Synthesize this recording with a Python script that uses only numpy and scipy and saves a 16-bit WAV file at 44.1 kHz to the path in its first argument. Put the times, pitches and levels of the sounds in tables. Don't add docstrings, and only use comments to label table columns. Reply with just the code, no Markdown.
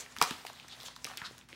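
import sys
import numpy as np
from scipy import signal
from scipy.fft import rfft, irfft, next_fast_len
from scipy.io import wavfile
from scipy.ndimage import uniform_filter1d, map_coordinates

SR = 44100
rng = np.random.default_rng(int(sys.argv[2]) if len(sys.argv) > 2 else 0)


def wav_out(sig):
    wavfile.write(sys.argv[1], SR, np.round(np.clip(np.atleast_2d(sig).T, -1, 1) * 32767).astype(np.int16))


def ratio(d):
    e = np.asarray(d, float) / 20
    return 10 ** e


N = 68355


def unit(x):
    return x / np.sqrt(np.mean(x ** 2) + 1e-20)


def along(points, hz):
    f, v = np.transpose(points)
    return np.interp(np.log(hz + 1), np.log(f + 1), v)


def wobble(rate):
    return map_coordinates(rng.standard_normal(2000), [np.arange(N) * rate / SR])


def filtered(x, response):
    m = next_fast_len(len(x) + 8192)
    return irfft(rfft(x, m) * response(np.fft.rfftfreq(m, 1 / SR)), m)[:len(x)]


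def patchy(patchy_db):
    z = signal.stft(rng.standard_normal(N + 512), nperseg=256)[2]
    field = uniform_filter1d(rng.standard_normal(z.shape), 6, axis=0)
    field = uniform_filter1d(field, 8, axis=1)
    return signal.istft(z * ratio(patchy_db * unit(field)), nperseg=256)[1][:N]


def add(track, s, sound):
    track[round(s * SR):][:len(sound)] += sound


def pop():
    # t/s, peak level/dB, f/Hz, held time/s, t60/s
    seam_pops = [
        (0.2148, -10.5, 1103, 0.00215, 0.0013),
        (0.2145, -19, 2406, 0.0023, 0.012),
    ]
    out, t = np.zeros(N + SR), np.arange(1024) / SR
    for s, db, hz, held, t60 in seam_pops:
        decay = ratio(db - 60 * np.maximum(t - held, 0) / t60)
        onset = 1 - np.exp(-t / 0.00048)
        add(out, s, decay * onset * np.sin(2 * np.pi * hz * t))
    return out[:N]


def snaps():
    # t/s, peak level/dB, f/Hz, crack level/dB re flap, t60/s
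    breaks = [(0.062, -40, 2120, -18, 0.011), (0.165, -33, 2560, 0, 0.0069), (.1858, -30, 4070, 4, 0.002),
              (0.2142, -12.5, 4670, 0, 0.0082), (0.2238, -15.5, 8250, 3, 0.019),
              (0.2263, -25.5, 4530, -4, 0.03), (0.3083, -25, 3200, -2.5, 0.011),
              (0.4647, -40, 3030, 6, 0.039), (0.5986, -35.5, 2880, -27.5, 0.0078),
              (0.682, -39, 5300, 0, 0.006), (0.802, -37, 3670, -22, 0.0096), (.832, -40, 3830, 6.5, 0.0089),
              (0.863, -40, 6000, -28, 0.0064), (0.8823, -35.5, 3370, -29, 0.014),
              (0.9627, -32, 3950, -6.5, 0.0062), (1.0446, -26.5, 5601, 6.5, 0.0063),
              (1.0516, -29, 2460, -17, 0.007), (1.0659, -33.5, 8250, 5.5, 0.0032),
              (1.087, -38.5, 5070, 0, 0.0081), (1.1727, -28, 5100, 3.5, 0.0089),
              (1.3806, -45, 3330, 9.5, 0.01), (1.4126, -42.5, 2360, -7, 0.0065),
              (1.4875, -51, 1390, 10, 0.023), (1.5286, -32, 2560, -28, 0.0025)]
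    # t/s, peak level/dB, f/Hz, crack level/dB re flap, t60/s
    more_breaks = [(0.5317, -42, 8250, 4, 0.0033), (1.2, -47, 2980, 6, .006), (.383, -48, 9000, 0, .008),
                   (0.499, -41, 1480, -4, 0.008), (1.3895, -44, 6500, 1, 0.0081),
                   (1.4255, -50.5, 2300, -26, 0.0075), (.1715, -41, 2200, 3, .012),
                   (.2172, -23.5, 10500, -3, 0.0055), (0.2237, -18, 8600, -22, 0.011),
                   (0.2156, -16, 3400, -9, 0.0066), (.2292, -28, 2300, -8, 0.0051),
                   (0.238, -28, 1500, -7, .008), (0.259, -34, 7000, -12, .006),
                   (0.273, -30.5, 3500, -6, .006), (0.3108, -31.5, 1280, 0, 0.0085),
                   (0.4506, -38.5, 2290, -1, 0.013), (0.4674, -36, 2260, 1, 0.0091),
                   (.645, -47, 1200, -20, .015), (0.6856, -41, 2420, 2, .006),
                   (.7148, -40, 3400, -20, 0.0087), (.723, -42, 3700, -8, .008),
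                   (.7315, -46, 3420, -20, .006), (.749, -45, 2300, -24, .005), (.8105, -39, 3900, -6, .01),
                   (.8635, -37, 3198, -8, .006), (0.873, -41, 3800, -20, 0.0054),
                   (.907, -47, 3800, -20, 0.0055), (1.05, -34, 3550, 1, 0.0092), (1.058, -42, 5000, -5, .008),
                   (1.0972, -43, 1500, -10, .006), (1.1095, -42.5, 1700, -10, 0.0056),
                   (1.1154, -43, 2510, -12, .006), (1.1353, -38.5, 1500, -9, 0.0093),
                   (1.1788, -37, 3500, 2, .006), (1.194, -43, 2600, -17, .005),
                   (1.228, -43, 1800, -8, 0.0086), (1.249, -39, 4000, -12, .006), (1.26, -36, 4220, -8, .008),
                   (1.271, -42, 4500, -10, .006), (1.494, -49, 3000, 0, .005), (1.5015, -51, 2400, -6, .005)]
    flap_bandwidth = 0.7
    crack_band = signal.butter(2, [1600, 16500], "band", fs=SR)
    out, t = np.zeros(N + SR), np.arange(1024) / SR
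    impulse = 2.6 * (np.arange(len(t)) == 10)
    for s, db, hz, crack_db, t60 in breaks + more_breaks:
        envelope = ratio(-60 * t / t60) * (1 - np.exp(-t / 0.00014))
        burst = (rng.standard_normal((2, len(t))) + impulse) * envelope
        peak = signal.iirpeak(hz, 1 / flap_bandwidth, SR)
        flap = signal.lfilter(*peak, signal.lfilter(*peak, burst[0]))
        crack = signal.lfilter(*crack_band, burst[1])
        add(out, s, ratio(db) * (flap / abs(flap).max() + ratio(crack_db) * crack / abs(crack).max()))
    return out[:N]


def flexes():
    # t/s, peak level/dB, final f/Hz, t60/s
    thumps = [(0.22, -20.5, 1020, 0.0047), (.165, -28, 980, 0.0038), (0.22, -23, 630, 0.016),
              (0.2237, -19, 1040, .012), (0.2276, -27, 1043, 0.02), (.172, -39.5, 1200, 0.0074),
              (.18, -52, 240, 0.1), (0.324, -50, 74, 0.081), (1.177, -40, 2530, 0.034),
              (0.22, -29.5, 199, 0.026), (.3105, -30, 227.5, 0.036), (0.16, -50.5, 90, 0.072),
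              (1.315, -56, 120, 0.093), (1.11, -46.5, 745, 0.061), (.647, -52.5, 350, 0.032),
              (0.3093, -33, 790, 0.0114), (.450, -41, 1470, 0.01), (0.45, -38, 685, 0.016),
              (0.4998, -40, 597, 0.017), (1.176, -50.5, 330, 0.026), (0.82, -49, 1020, 0.025),
              (.838, -39.5, 510, 0.01), (0.8836, -40, 960, 0.016), (0.964, -43.5, 990, 0.017),
              (1.07, -42.5, 1184, 0.046), (1.053, -42.5, 376, 0.027), (1.1, -38.5, 890, 0.013),
              (1.114, -46, 1300, 0.025), (1.136, -42, 1150, 0.012), (1.2168, -30.5, 1390, 0.015),
              (1.22, -48, 130, 0.052), (1.31, -39, 323, 0.0098), (1.502, -46, 1030, 0.005),
              (1.5299, -43.5, 346, 0.022)]
    sink, sink_s = 0.83, 0.0012
    roughness = 0.6
    out, t = np.zeros(N + SR), np.arange(8192) / SR
    for s, db, hz, t60 in thumps:
        phase = 2 * np.pi * np.cumsum(hz * (1 + sink * np.exp(-t / sink_s))) / SR
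        rough = unit(signal.filtfilt(*signal.iirpeak(hz, 1, SR), rng.standard_normal(len(t))))
        envelope = ratio(db - 60 * t / t60) * (1 - np.exp(-t * hz * 1.51)) * 1.324
        swing = envelope * (np.sin(phase) + roughness * rough)
        add(out, s, signal.lfilter(*signal.butter(2, hz / 2, "high", fs=SR), swing))
    return out[:N]


def slides():
    # peak t/s, rise/s, fall/s, rms level/dB, centre f/Hz
    strokes = [(0.0076, .01, 0.0075, -41.5, 6800), (.02, .02, 0.014, -54, 2300),
               (0.28, 0.0083, 0.013, -44.5, 6600), (.12, 0.008, 0.008, -56.5, 7000),
               (.86, .05, 0.018, -55, 13000), (.47, .05, 0.07, -59, 13400), (1.03, .015, 0.013, -59, 7000),
               (0.31, 0.0089, 0.023, -46, 3050), (0.484, 0.0059, 0.016, -52, 3830),
               (0.558, 0.061, 0.097, -60, 3550), (0.646, 0.013, 0.011, -61.5, 1250),
               (0.726, 0.019, 0.015, -49.5, 3800), (.812, 0.0071, 0.019, -53, 4000),
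               (0.862, 0.01, 0.012, -45, 6550), (0.864, 0.01, 0.018, -50, 3530),
               (.92, 0.061, 0.049, -60.5, 3840), (1.19, 0.012, 0.015, -52.5, 2300),
               (1.25, 0.03, 0.019, -49.5, 1420), (1.262, 0.011, 0.008, -43.5, 4080),
               (1.377, 0.0028, .006, -63, 4420), (0.96, 0.0036, 0.011, -54.5, 6600),
               (1.545, 0.0087, .01, -58.5, 2850), (1.7, .004, .015, -59, 12000),
               (1.32, .004, .004, -57, 7300)]
    width, top = 0.24, 6.7
    rough_db = 3
    out, t = np.zeros(N), np.arange(N) / SR
    for s, rise, fall, db, hz in strokes:
        def resonance(f):
            damping = 1j * f * hz * width
            return damping / (hz * hz - f * f + damping) / (1 + (f / (top * hz)) ** 2)

        rub = rng.standard_normal(N) * ratio(rough_db * wobble(500))
        spread = np.where(t < s, rise + 0.00033, fall + 0.00042)
        out += ratio(db) * unit(filtered(rub, resonance)) * np.exp(-0.5 * ((t - s) / spread) ** 2)
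    return out


def rustle():
    # t/s, effort level/dB
    handling = [(0, -44), (0.075, -53), (.16, -52), (0.214, -43), (0.218, -14), (0.253, -39),
                (0.435, -50.5), (.548, -53), (.675, -54.5), (.69, -53), (.88, -48), (.958, -57),
                (1.043, -52.5), (1.047, -47.5), (1.28, -52), (1.42, -59), (1.484, -67.5), (1.489, -54.5)]
    # f/Hz, spectral level/dB
    card_colour = [(88, -64), (150, -33), (254, -9.5), (406, -1), (745, -1.5), (1500, -0.5), (1870, -1),
                   (3620, -3), (16000, -7)]
    rustle_db, cap_db = -5, -31.5
    grains_per_s, grain_db = 1500, -5
    spread_db, biggest = 4, 0.03
    s, db = np.transpose(handling)
    effort_db = np.minimum(np.interp(np.arange(N) / SR, s, db), cap_db)

    when, pitch, rank = rng.random((3, int(grains_per_s * N / SR), 1))
    t = np.arange(160) / SR
    hz = 700 * 14 ** pitch
    size = ratio(-spread_db * np.log(rank + biggest))
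    grain = size * np.sin(2 * np.pi * hz * t) * np.exp(-t * hz / 3.8) * np.sqrt(hz)
    at = (when * N).astype(int) + np.arange(160)
    ticks = np.bincount(at.ravel(), grain.ravel(), N + 160)[:N]

    colour = lambda hz: ratio(along(card_colour, hz))
    hiss = unit(filtered(patchy(patchy_db=0.5), colour))
    mix = hiss + ratio(grain_db) * unit(filtered(ticks, colour))
    return ratio(effort_db + rustle_db + 1.13 * wobble(25.1)) * mix


def room(x):
    # f/Hz, t60/s
    decay_times = [(150, 0.22), (1000, 0.29), (4000, 0.26), (7000, 0.19), (12000, 0.095)]
    delay_s = 0.0082
    out, step = np.zeros(N + SR), 4096
    for k in range(0, N, step):
        hz, t, z = signal.stft(rng.standard_normal(SR // 2), SR, nperseg=256)
        decay = ratio(-60 * t / along(decay_times, hz)[:, None])
        tail = signal.istft(z * decay, SR, nperseg=256)[1]
        add(out, k / SR + delay_s, signal.fftconvolve(x[k:k + step], tail / np.linalg.norm(tail)))
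    return out[:N]


def air():
    # f/Hz, spectral level/dB
    air_colour = [(18, -43), (30, -19.5), (179, -14), (364, -25.5), (1040, -64), (6720, -47), (9460, -55),
                  (10200, -74), (16000, -31)]
    # f/Hz, level/dB
    fan_tones = [(59.2, -67.5), (123.8, -67.5), (247.6, -65.5)]
    t = np.arange(N) / SR
    hum = np.zeros(N)
    for hz, db in fan_tones:
        strength = ratio(db - 2.0 + 1.3 * wobble(8.14))
        hum += strength * np.sin(2 * np.pi * hz * t + 0.9 * wobble(5.93))
    noise = unit(filtered(patchy(patchy_db=1.7), lambda hz: ratio(along(air_colour, hz))))
    return ratio(-64) * noise + hum


def gate(x):
    from_hz, gate_db, scatter_db = 5000, -3, 6
    hz, _, z = signal.stft(x, SR, nperseg=1024)
    bands = np.arange(len(hz)) // 8
    power = np.array([np.mean(abs(z[bands == b]) ** 2, 0) for b in range(bands[-1] + 1)])
    level_db = 10 * np.log10(power / np.median(power, 1)[:, None] + 1e-9)
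    chance = uniform_filter1d(rng.standard_normal(power.shape), size=5, axis=1)
    chance = unit(uniform_filter1d(chance, size=2, axis=0))
    reach = np.clip((hz[::8] - from_hz) / 9000, 0, 1)[:, None]
    threshold = gate_db - 12 * (1 - reach) - 99 * (reach == 0)
    shut = 0.25 * level_db + scatter_db * chance < threshold
    gain = np.where(shut & (level_db < 6), 0.12, 1)
    return signal.istft(z * gain[bands], SR, nperseg=1024)[1][:N]


def scene():
    carton = pop() + snaps() + flexes() + slides() + rustle()
    return (carton + ratio(-11) * room(carton) + air())[None]


def roll_off(x):
    return signal.sosfilt(signal.butter(12, 16480, fs=SR, output="sos"), x)


def record(dry):
    # f/Hz, level/dB
    mic_response = [(200, 1), (5000, 0.5), (10000, -4.5), (13000, -8), (16000, -9)]

    def response(hz):
        low_cut = 1 / (1 + (52 / (hz + 1)) ** 4)
        shelf = np.where(hz < 15800, 1, ratio(-30))
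        return ratio(along(mic_response, hz)) * shelf * (hz < 16400) * low_cut

    return roll_off(gate(filtered(dry[0], response))[None])


dry = scene()
out = record(dry)
wav_out(out)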